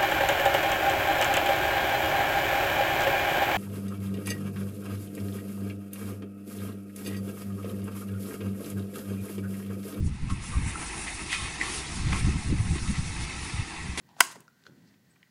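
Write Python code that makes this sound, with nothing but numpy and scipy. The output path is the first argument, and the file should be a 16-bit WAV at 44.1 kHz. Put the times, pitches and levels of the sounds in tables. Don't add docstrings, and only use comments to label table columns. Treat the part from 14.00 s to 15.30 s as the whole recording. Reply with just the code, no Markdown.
import sys
import numpy as np
from scipy import signal
from scipy.io import wavfile

SR = 44100
rng = np.random.default_rng(int(sys.argv[2]) if len(sys.argv) > 2 else 0)


def output_pcm(signal):
    pcm = np.clip(np.atleast_2d(signal).T, -1, 1) * 32767
    wavfile.write(sys.argv[1], SR, np.round(pcm).astype(np.int16))


N = 57330
T = np.arange(N) / SR

# start in seconds, level in dB, centre in Hz, band edge ratio,
# t60 in seconds.
RIM_SLIPS = [(0.2038, -21, 1389, 1.1, 0.025), (0.2055, -6, 9027, 1.75, 0.0056),
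             (0.2049, -10, 2794, 3.2, 0.014), (0.2071, -6.5, 5264, 1.9, 0.0095),
             (0.209, -19.5, 6500, 1.2, 0.02)]
# frequency in Hz, level in dB, t60 in seconds.
SHELL_MODES = [(168, -32, 0.016), (355, -29, .026), (703, -21, 0.034), (965, -17.5, .015),
               (1019, -14.5, 0.024), (1442, -11, 0.02), (1495, -11.5, 0.021), (1993, -20, 0.037),
               (2001, -11.5, .015), (2224, -11, 0.011), (2700, -18.5, 0.014), (3070, -15, .011),
               (4825, -20, 0.02), (6710, -27, .014), (7640, -21.5, 0.011), (8200, -22, 0.031)]
# start in seconds, note level in dB, note pitch in Hz,
# note t60 in seconds, tick level in dB, tick centre in Hz, tick band edge ratio.
KNOCKS = [(0.09, -47.5, 935, 0.012, -55.5, 3070, 3.1), (0.166, -42.5, 787.3, 0.017, -56, 2950, 1.6),
          (0.358, -37, 775, 0.0083, -42, 3940, 7.5), (0.364, -42, 437, 0.026, -43, 1500, 1.9),
          (0.4052, -56.5, 1540, 0.043, -45, 8450, 2.2), (0.4798, -44.5, 1415, 0.025, -52, 4486, 1.37),
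          (0.638, -59, 1560, 0.03, -54, 4182, 1.5), (0.654, -53, 1517, 0.022, -67, 5050, 1.97),
          (0.666, -37, 1489, 0.016, -41, 4280, 1.2), (1.2293, -41, 1900, 0.013, -46.5, 2260, 1.19)]
# peak time in seconds, length in seconds, level in dB,
# centre in Hz, band edge ratio.
SLIDES = [(0.1, 0.032, -69.5, 3250, 1.42), (0.119, .07, -63.5, 850, 1.145), (0.194, 0.018, -49.5, 920, 1.5),
          (0.56, 0.089, -76, 1520, 1.048), (1.278, .05, -74.5, 1910, 0.99), (0.226, 0.067, -48, 3565, 2.5),
          (0.322, 0.022, -47.5, 4100, 2.4), (0.359, 0.0073, -46, 744, 1.284),
          (0.359, 0.016, -59, 4910, 2.5), (0.365, 0.016, -52, 200, 1.3), (0.412, 0.034, -64.5, 890, 3.5),
          (0.67, 0.039, -64.5, 3454, 1.62), (0.683, 0.0512, -62, 404, 1.26),
          (0.885, 0.036, -70, 4606, 1.22), (0.943, .012, -67, 2178, 1.44), (1.162, 0.013, -66, 1563, 1.56),
          (1.116, 0.039, -73, 8180, 1.04)]
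# time in seconds, rumble level in dB, rustle level in dB.
GRIP_LEVELS = [(0, -62.5, -75.5), (.15, -64, -71.5), (.3, -56, -52.5), (.41, -65, -75.5), (.5, -67, -77),
               (.63, -68.5, -72), (.69, -59, -74.5), (.78, -57, -72), (0.921, -60.5, -70.5),
               (.98, -65, -78.5), (1.1, -63, -73.5), (1.3, -70, -74.5)]
# centre in Hz, band edge ratio, level in dB against the rustle.
RUBBED_NOTES = [(1554, 0.93, -7.5), (1884, 1.06, -4), (4400, 1.1, -10)]
# frequency in Hz, relative density in dB.
RUMBLE_SPECTRUM = [(30, -14), (70, -8.5), (120, 2.5), (170, 3.5), (250, -2.5), (400, -13.5), (600, -20),
                   (1200, -38.5), (16000, -81.5)]
RUSTLE_SPECTRUM = [(30, -25.5), (500, -5), (1000, 0), (1500, -3.5), (2000, -3.5), (2900, -4), (4500, -7),
                   (7000, -8.5), (10000, -16.5), (16000, -23.5)]
ROOM_SPECTRUM = [(30, -14), (150, 17), (350, 14.5), (600, 3), (1000, 6), (1500, 4), (2200, 3.5),
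                 (3000, -1.5), (4000, 2), (5500, -2), (7500, 5.5), (10000, -2.5), (13000, -0.5),
                 (16000, 5.5)]
HISS_SPECTRUM = [(30, 11), (150, 9), (500, 7), (2000, 1.5), (6000, 0), (10000, -5), (16000, 0)]
# frequency in Hz, t60 in seconds.
ROOM_DECAY = [(150, 0.2), (500, 0.36), (1400, 0.38), (3700, 0.29), (8000, 0.33), (15000, 0.16)]


def rim_cracks():
    bursts = sum(from_db(db) * noise_band(hz, ratio) * decay(start, t60)
                 for start, db, hz, ratio, t60 in RIM_SLIPS)
    return butter(bursts, [754, 15280], "band", order=4)


def shell_ring(start_s=0.2049, swell_s=0.003):
    age = T - start_s
    swell = np.sin(np.pi / 2 * np.clip(age / swell_s, 0, 1)) ** 2
    fall_s = np.maximum(age - swell_s, 0)
    return swell * sum(from_db(db - 60 * fall_s / t60) * np.sin(2 * np.pi * hz * age)
                       for hz, db, t60 in SHELL_MODES)


def knocks():
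    out = 0
    for start, note_db, hz, t60, tick_db, tick_hz, ratio in KNOCKS:
        note = decay(start, t60) * np.sin(2 * np.pi * hz * (T - start))
        note = butter(note, [hz / np.sqrt(2), hz * np.sqrt(2)], "band", order=1)
        tick = noise_band(tick_hz, ratio) * decay(start, t60=0.0088)
        tick = butter(tick, [tick_hz / 2, tick_hz * 2], "band")
        out += from_db(note_db) * note + from_db(tick_db) * tick
    return out


def rubs():
    return friction(rough_db=-0.5) * sum(
        from_db(db) * noise_band(hz, ratio) * np.exp(-(2 * (T - peak) / length) ** 2)
        for peak, length, db, hz, ratio in SLIDES)


def friction(rough_db):
    flutter = rms_one(butter(rng.standard_normal(N), 83, "low"))
    return from_db(rough_db * flutter)


def hands():
    times, rumble_db, rustle_db = np.transpose(GRIP_LEVELS)
    rumble = from_db(np.interp(T, times, rumble_db)) * shaped_noise(RUMBLE_SPECTRUM)
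    rustle = from_db(-1) * shaped_noise(RUSTLE_SPECTRUM)
    notes = sum(from_db(db) * noise_band(hz, ratio) for hz, ratio, db in RUBBED_NOTES)
    rustle_gain = from_db(np.interp(T, times, rustle_db)) * friction(rough_db=1.0)
    return rumble + rustle_gain * (rustle + notes)


def table_echo(sound, delay_s=0.0072):
    delayed = np.interp(T - delay_s, T, sound)
    return from_db(-14) * butter(delayed, 4280, "low", order=1)


def room_tail(sound, delay_s=0.005, build_s=0.012):
    build = np.clip((T - delay_s) / build_s, 0, 1)
    tail = shaped_noise(ROOM_SPECTRUM, ROOM_DECAY) * build
    response = rms_one(tail) / np.sqrt(N)
    return from_db(-14) * signal.fftconvolve(sound, response)[:N]


def hiss():
    return from_db(-73.5) * shaped_noise(HISS_SPECTRUM)


def from_db(db):
    return 10 ** (np.asarray(db) / 20)


def rms_one(x):
    return x / np.sqrt(np.mean(x ** 2) + 1e-20)


def at_hz(table, hz):
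    frequencies, values = np.transpose(table)
    return np.interp(np.log(hz), np.log(frequencies), values)


def butter(x, hz, kind, order=2):
    edges = np.clip(hz, 10, .47 * SR)
    return signal.sosfilt(signal.butter(order, edges, kind, fs=SR, output="sos"), x + 1e-18)


def decay(start, t60):
    return (T >= start) * from_db(-60 * np.maximum(T - start, 0) / t60)


def noise_band(hz, ratio):
    ratio = max(ratio, 1.03)
    return rms_one(butter(rng.standard_normal(N), [hz / ratio, hz * ratio], "band"))


def shaped_noise(spectrum, t60s=None):
    edges = 30 * 2 ** (np.arange(24) * .4)
    white, out = rng.standard_normal((2, N)), 0
    for k, (low, high) in enumerate(zip(edges, edges[1:])):
        hz = np.sqrt(low * high)
        band = butter(white[k % 2], [low, high], "band") * from_db(at_hz(spectrum, hz))
        out += band if t60s is None else band * decay(0, at_hz(t60s, hz))
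    return rms_one(out)


def scene():
    contacts = rim_cracks() + knocks() + rubs()
    hollow = shell_ring()
    capsule = contacts + hollow
    reflections = table_echo(capsule) + room_tail(contacts + from_db(-11) * hollow)
    return (capsule + reflections + hands() + hiss())[None]


def record(dry, ceiling=0.95, low_cut_hz=100, high_cut_hz=15700):
    limited = dry / (1 + (dry / ceiling) ** 8) ** (1 / 8)
    high_cut = signal.ellip(10, .1, 80, high_cut_hz, fs=SR, output="sos")
    return signal.sosfilt(high_cut, butter(limited, low_cut_hz, "high"))


dry = scene()
out = record(dry)
output_pcm(out)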